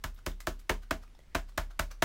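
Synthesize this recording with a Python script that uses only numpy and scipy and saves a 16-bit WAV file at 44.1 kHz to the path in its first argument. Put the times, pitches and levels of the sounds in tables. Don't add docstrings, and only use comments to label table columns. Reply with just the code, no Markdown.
import sys
import numpy as np
from scipy import signal
from scipy.fft import rfft, irfft
from scipy.io import wavfile
from scipy.ndimage import uniform_filter1d

SR = 44100
rng = np.random.default_rng(int(sys.argv[2]) if len(sys.argv) > 2 else 0)


def waveform_to_disk(signal):
    frames = np.transpose(np.atleast_2d(signal))
    scaled = np.clip(frames, -1, 1) * 32767
    samples = np.round(scaled).astype(np.int16)
    wavfile.write(sys.argv[1], SR, samples)


def amplitude_ratio(level_db):
    exponent = np.asarray(level_db, float) / 20
    return 10 ** exponent


N = 90052

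# time in seconds, level in dB.
JOLTS = [
    (-.1923, 3.6),
    (.0408, -.6),
    (.2654, 1.1),
    (.4717, -.2),
    (.6966, 2.4),
    (.9104, -.6),
    (1.3498, 1.9),
    (1.5778, 1.7),
    (1.794, 3.2),
    (2.0233, 4.8),
]
# frequency in Hz, level in dB.
CRACK = [(420, -22.5), (850, 5), (1620, 4.5), (4520, -9.5), (6760, -11.5), (9400, -19), (12200, -20),
         (16000, -20.5)]
# frequency in Hz, level in dB.
PEEL = [(200, -31), (600, 0.5), (1400, 3.5), (2500, -1.5), (5000, -1.5), (9000, -8.5), (16000, -9.5)]
DETUNE, PLACE_DB = 0.008, 1.5


def read(points, hz):
    f, value = np.transpose(points)
    return np.interp(np.log(hz + 1), np.log(f + 1), value)


def add(mix, s, sound):
    k = round(s * SR)
    sound = sound[max(-k, 0):]
    part = mix[max(k, 0):][:len(sound)]
    part += sound[:len(part)]


def colour(x, points, tilt_db):
    hz = abs(np.fft.fftfreq(2048, 1 / SR))
    gain_db = read(points, hz) + tilt_db * np.log2((hz + 100) / 1500)
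    log_gain = np.log(amplitude_ratio(gain_db))
    taps = np.fft.ifft(np.exp(signal.hilbert(log_gain).conj())).real[:1024]
    return signal.oaconvolve(x, taps / np.linalg.norm(taps))[:len(x)]


def ring(t, hz, db, t60):
    return amplitude_ratio(db - 60 * t / t60) * np.sin(2 * np.pi * hz * t)


def clicks(count, per_s, spread_db):
    u = rng.random(count)
    size = np.minimum(rng.exponential(1, count), 3) - 2
    sign = rng.choice([-1., 1.], count)
    return (u < per_s / SR) * amplitude_ratio(spread_db * size) * sign


def air():
    # frequency in Hz, level in dB per Hz.
    air_spectrum = [(25, 9.5), (60, 1.5), (120, -8.5), (250, -13), (630, -23), (2000, -26), (5000, -31.5),
                    (16000, -42.5)]
    air_db, patch_db = -66.5, 1.
    frames, hz = N // 256 + 5, np.fft.rfftfreq(1024, 1 / SR)
    a, b, patch = rng.standard_normal((frames, 513, 3)).T
    patch = uniform_filter1d(uniform_filter1d(patch, size=12, axis=0), size=12, axis=1)
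    z = (a + 1j * b) * amplitude_ratio(read(air_spectrum, hz)[:, None] + patch_db * patch / patch.std())
    x = signal.istft(z, nperseg=1024, noverlap=768)[1][:N]
    above = signal.sosfilt(signal.butter(4, 100, "high", fs=SR, output="sos"), x)
    return amplitude_ratio(air_db) * x / above.std()


def table():
    # frequency in Hz, level in dB, t60 in seconds, side that moves first (sign).
    table_modes = [(34.5, -24.5, .294, -1), (35.7, -36.3, .93, 1), (36.6, -22.8, .229, 1),
                   (46.8, -26.3, .086, -1), (66.3, -38.1, .326, -1), (87.1, -23.5, .03, 1),
                   (115.5, -39.9, .09, -1), (152.5, -39, .137, -1)]
    t, out = np.arange(SR) / SR, np.zeros(N)
    thump = sum(side * ring(t, hz, db, t60) for hz, db, t60, side in table_modes)
    for s, db in JOLTS:
        add(out, s, amplitude_ratio(db) * thump)
    return out


def block():
    # frequency in Hz, level in dB, t60 in seconds.
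    block_modes = [(187.6, -34.5, 0.11), (234, -39.5, 0.16), (278.3, -37.5, 0.13), (332.4, -41, 0.13),
                   (371.2, -41, 0.11), (429.8, -49.5, 0.16)]
    rock_db = [0, -10, -1, -1.5, 2, 1, -4.5, -10, -4.5, -1]
    rise_s = 0.019
    t, out = np.arange(SR // 2) / SR, np.zeros(N)
    swell = 1 - np.exp(-t / rise_s)
    for (s, _), level_db in zip(JOLTS, rock_db):
        spot = np.clip(rng.standard_normal((len(block_modes), 2)), -1.5, 1.5)
        modes = sum(ring(t, hz * (1 + DETUNE * a), db + PLACE_DB * b, t60)
                    for (hz, db, t60), (a, b) in zip(block_modes, spot))
        add(out, s, amplitude_ratio(level_db) * swell * modes)
    return out


def pat(start, delay, db, touch_db, tilt_db, deep_db, hollow_db, top_db, echo_db, rattle_db):
    # frequency in Hz, level in dB.
    far_lows = [(200, -15.5), (500, 1), (850, 2)]
    rattle_per_s, rattle_base_db, rattle_t60, spread_db = 5000, -13.5, 0.053, 4
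    case_in_rattle, case_in_echo = 0.063, 0.51
    t = np.arange(SR // 3) / SR
    after = t - delay
    dying_db = rattle_base_db + rattle_db - 60 * np.maximum(after, 0) / rattle_t60
    level = np.where(after < 0, amplitude_ratio(touch_db), amplitude_ratio(dying_db))
    rattle = clicks(len(t), rattle_per_s, spread_db) * level
    rattle[0] = amplitude_ratio(touch_db)
    slap = -1. * (np.arange(len(t)) == round(delay * SR))
    case = case_modes(deep_db, hollow_db, top_db)
    direct = bend(body(slap, case, tilt_db) + body(rattle, case_in_rattle * case, tilt_db))
    to_walls = body(slap, case_in_echo * case, tilt_db, far_lows + CRACK[2:])
    return start, amplitude_ratio(db) * (direct + amplitude_ratio(echo_db) * room(to_walls))


def body(force, case, tilt_db, crack=CRACK):
    crack_db = 9.5
    return amplitude_ratio(crack_db) * colour(force, crack, tilt_db) + signal.fftconvolve(force, case)[:len(force)]


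def case_modes(deep_db, hollow_db, top_db):
    # frequency in Hz, level in dB, t60 in seconds.
    modes = [(955, -26.5, 0.074), (1058, -23, 0.062), (1173, -25, 0.048), (1337, -23.5, 0.027),
             (1542, -17.5, 0.019), (1730, -16, 0.018), (1980, -26.5, 0.011), (2227, -26.5, 0.032),
             (2653, -37, 0.063), (3060, -33, 0.04)]
    deep_hz, hollow_hz = 1100, 1800
    t = np.arange(SR // 8) / SR
    spot = np.clip(rng.standard_normal((len(modes), 2)), -1.5, 1.5)
    out = np.zeros(len(t))
    for (hz, db, t60), (a, b) in zip(modes, spot):
        group_db = deep_db if hz < deep_hz else hollow_db if hz < hollow_hz else top_db
        out += ring(t, hz * (1 + DETUNE * a), db + PLACE_DB * b + group_db, t60)
    return out


def bend(x):
    bend_s = 0.0017
    hz = np.fft.rfftfreq(2 * len(x), 1 / SR)
    turn = np.exp(-2j * 2 * np.pi * bend_s * (np.sqrt(1000 * (hz + 300)) - hz / 9))
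    return irfft(rfft(x, 2 * len(x)) * turn)[:len(x)]


def room(x):
    # frequency in Hz, t60 in seconds.
    room_t60 = [(200, 0.19), (700, 0.17), (1840, 0.15), (4850, 0.18), (12800, 0.18)]
    delay_s = 0.0016
    taps = rng.standard_normal(SR // 3)
    hz, t, z = signal.stft(taps, SR, nperseg=256)
    decay = amplitude_ratio(-60 * t / read(room_t60, hz)[:, None])
    tail = signal.istft(z * decay, SR, nperseg=256)[1]
    tail *= np.arange(len(tail)) / SR > delay_s
    return signal.fftconvolve(x, tail / np.linalg.norm(tail))[:len(x)]


def corner(start, db, tilt_db):
    contact = -1. * (np.arange(SR // 10) == 0)
    return start, amplitude_ratio(db) * bend(body(contact, case_modes(0, 0, 0), tilt_db))


def knock(start, db, hz, t60):
    rise_cycles = 1.1
    t = np.arange(SR // 4) / SR
    return start, (1 - np.exp(-t * hz / rise_cycles)) * ring(t, hz, db, t60)


def peel(top, db, rise, tilt_db):
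    per_s, grain_db, fade_t60 = 9000, 4, 0.054
    lead_s = 0.06
    t = np.arange(SR // 4) / SR - lead_s
    shape = np.where(t < 0, np.exp(-(t / rise) ** 2), amplitude_ratio(-60 * np.maximum(t, 0) / fade_t60))
    return top - lead_s, 2 * amplitude_ratio(db) * shape * colour(clicks(len(t), per_s, grain_db), PEEL, tilt_db)


def tick(start, db, hz, t60):
    snap_db = 7
    t = np.arange(SR // 10) / SR
    return start, ring(t, hz, db, t60) + amplitude_ratio(db + snap_db) * colour(1. * (t == 0), PEEL, 0)


def rub(start, end, db, hz, width):
    t = np.arange(round((end - start) * SR)) / SR
    x = signal.lfilter(*signal.iirpeak(hz, hz / width, SR), rng.standard_normal(N))[:len(t)]
    return start, amplitude_ratio(db) * np.sin(np.pi * (t / t[-1]) ** 2) * x / x.std()


def scene():
    # first touch in seconds, touch to slap in seconds, slap in dB, touch in dB below the slap,
    # brightness in dB per octave.
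    pat_rows = [
        (0.0377, 0.0033, -18.5, -28, 2),
        (0.2615, 0.0029, -18, -23, 2.5),
        (0.468, 0.0031, -16, -27, 2),
        (0.6931, 0.003, -12.5, -29, 1.06),
        (0.9087, 0.0045, -19.5, -4.5, 0.3),
        (1.3476, 0.0045, -15.5, -17, 0.7),
        (1.5755, .004, -16.5, -17, 1.1),
        (1.792, 0.0037, -13.5, -17.5, 2),
        (2.0219, 0.0028, -11.5, -12.5, 1.74),
    ]
    # case modes in dB near 1 kHz, near 1.5 kHz and above 2 kHz,
    # echo in dB, rattle in dB.
    spots = [(-0.5, 0, -2, -4, -1.5), (-1, 1, 2, -3, 0), (-9, 7, -20, -3, -3.5), (0.5, -18, 6, -3, 1),
             (4, -3, -11, 0, 1), (-5, -3, -2, -1.5, -1), (1, 3.5, 4, -2.5, 0.5), (-2.5, 4, -4, -4.5, -1),
             (5.5, 7.5, -8, 0.5, -1.5)]
    # start in seconds, level in dB,
    # brightness in dB per octave.
    corner_rows = [(0.0393, -26, 2), (0.2615, -35, 7), (.4686, -37, 5), (0.6933, -31, -3),
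                   (0.6944, -21, 1.5), (0.7043, -27, 2), (0.9083, -31, -1), (.9099, -22, 0),
                   (0.9113, -27, 5), (1.3488, -25.5, -0.5), (1.35, -22, 1.5), (1.3513, -25.5, -0.5),
                   (1.577, -26.5, -1), (1.5776, -21.5, 4.5), (1.582, -28, 2.5), (1.7947, -26, 4.5),
                   (2.022, -21.5, -4), (2.0225, -19.5, -1.5)]
    # start in seconds, level in dB, pitch in Hz, t60 in seconds.
    knock_rows = [(.043, -36, 255, 0.054), (.043, -57, 360, 0.049), (.043, -53, 470, .05),
                  (.0425, -38.5, 640, 0.058), (.267, -34, 270, .11), (.266, -34.5, 356, 0.085),
                  (.267, -35.5, 441, 0.056), (.268, -38, 544, 0.078), (.2665, -27.5, 624, 0.032),
                  (.4725, -31, 270, 0.076), (.472, -29.5, 355, 0.079), (.472, -31, 424, 0.026),
                  (.473, -37, 530, 0.069), (.473, -22, 635, 0.034), (.699, -29.5, 271, 0.056),
                  (.6965, -26, 366, 0.059), (.698, -30, 740, 0.024), (.697, -32, 435, 0.087),
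                  (.697, -28.5, 520.5, 0.067), (.6975, -23.5, 619, .04), (.697, -28, 890, 0.035),
                  (.9115, -21.5, 275, 0.046), (.9095, -30.5, 373, 0.041), (.912, -43, 545, 0.079),
                  (.9125, -22.5, 650, 0.056), (.914, -34.5, 785, .04), (1.350, -23.5, 272, 0.056),
                  (1.35, -28, 356, 0.058), (1.352, -40, 530, 0.053), (1.352, -28.5, 612, 0.046),
                  (1.352, -22, 667, 0.046), (1.5755, -26, 279, 0.031), (1.576, -39.5, 345, 0.065),
                  (1.579, -39, 423, .05), (1.579, -19.5, 628, 0.029), (1.795, -34.5, 265, 0.062),
                  (1.795, -42.5, 360, 0.081), (1.796, -25, 636, 0.044), (1.818, -40, 580, 0.086),
                  (1.7965, -24, 1540, 0.016), (2.024, -27.5, 260, .08), (2.0225, -21.5, 350, 0.034),
                  (2.023, -29.5, 440, .035), (2.024, -36, 510, .06), (2.024, -15.5, 664, 0.038)]
    # loudest moment in seconds, level in dB, rise in seconds,
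    # brightness in dB per octave.
    peel_rows = [(.15, -61, 0.01, 11), (0.188, -58.5, 0.016, -1), (.408, -48, 0.003, 2.5),
                 (0.597, -53, 0.0055, 1.5), (0.834, -57.5, 0.013, -1), (1.035, -58, 0.016, -1.5),
                 (1.195, -68, 0.0074, -18), (1.495, -56.5, 0.014, -1.5), (1.711, -53, 0.0086, -3),
                 (1.917, -46.5, 0.0096, -1.5), (1.947, -81.5, 0.0054, -18)]
    # start in seconds, level in dB, pitch in Hz, t60 in seconds.
    tick_rows = [(0.1473, -54, 13400, 0.0055), (.158, -65, 13100, .004), (0.163, -56, 3760, 0.0098),
                 (0.19, -47.5, 1430, 0.013), (.4051, -43.5, 2100, 0.011), (.4052, -36, 7360, 0.0014),
                 (0.4033, -42, 12000, 0.0026), (0.405, -48, 15000, .003), (.4075, -49, 2000, .012),
                 (.615, -56, 2300, .006), (1.037, -48.5, 1320, 0.011), (1.079, -54, 2470, 0.0055),
                 (1.15, -58.5, 3660, .015), (1.1497, -56, 890, 0.023), (1.191, -54.5, 2000, 0.019),
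                 (1.1913, -47, 560, 0.013), (1.204, -59, 3300, 0.014), (1.236, -63.5, 2110, 0.042),
                 (1.523, -56, 3930, 0.0033), (1.708, -50, 1590, .02), (1.913, -44, 1350, 0.0086),
                 (1.9155, -45, 6100, 0.0062), (.835, -50, 1480, 0.013), (1.495, -51, 1360, 0.01),
                 (.317, -46, 3580, 0.0082), (1.1524, -59, 5250, .01)]
    # start in seconds, end in seconds, level in dB, pitch in Hz, width in Hz.
    rub_rows = [
        (1.252, 1.367, -73, 1970, 250),
    ]

    near, pats, hollow, edges = block(), np.zeros(N), np.zeros(N), np.zeros(N)
    for row, spot in zip(pat_rows, spots):
        add(pats, *pat(*row, *spot))
    layers = ((edges, corner, corner_rows), (hollow, knock, knock_rows), (near, peel, peel_rows),
              (near, tick, tick_rows), (near, rub, rub_rows))
    for mix, source, rows in layers:
        for row in rows:
            add(mix, *source(*row))
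    echo = room(amplitude_ratio(-4) * near + amplitude_ratio(-7.5) * hollow + amplitude_ratio(-5) * edges)
    return (pats + near + hollow + edges + echo + table() + air())[None]


def top_cut(x):
    return signal.sosfilt(signal.butter(12, 16800, fs=SR, output="sos"), x)


def record(dry):
    edge_hz, leak_db = 15900, -22
    low_pass = signal.firwin(511, edge_hz, window=("kaiser", 7), fs=SR)
    x = signal.oaconvolve(dry, low_pass[None], "same")
    return top_cut(x + amplitude_ratio(leak_db) * (dry - x))


dry = scene()
out = record(dry)
waveform_to_disk(out)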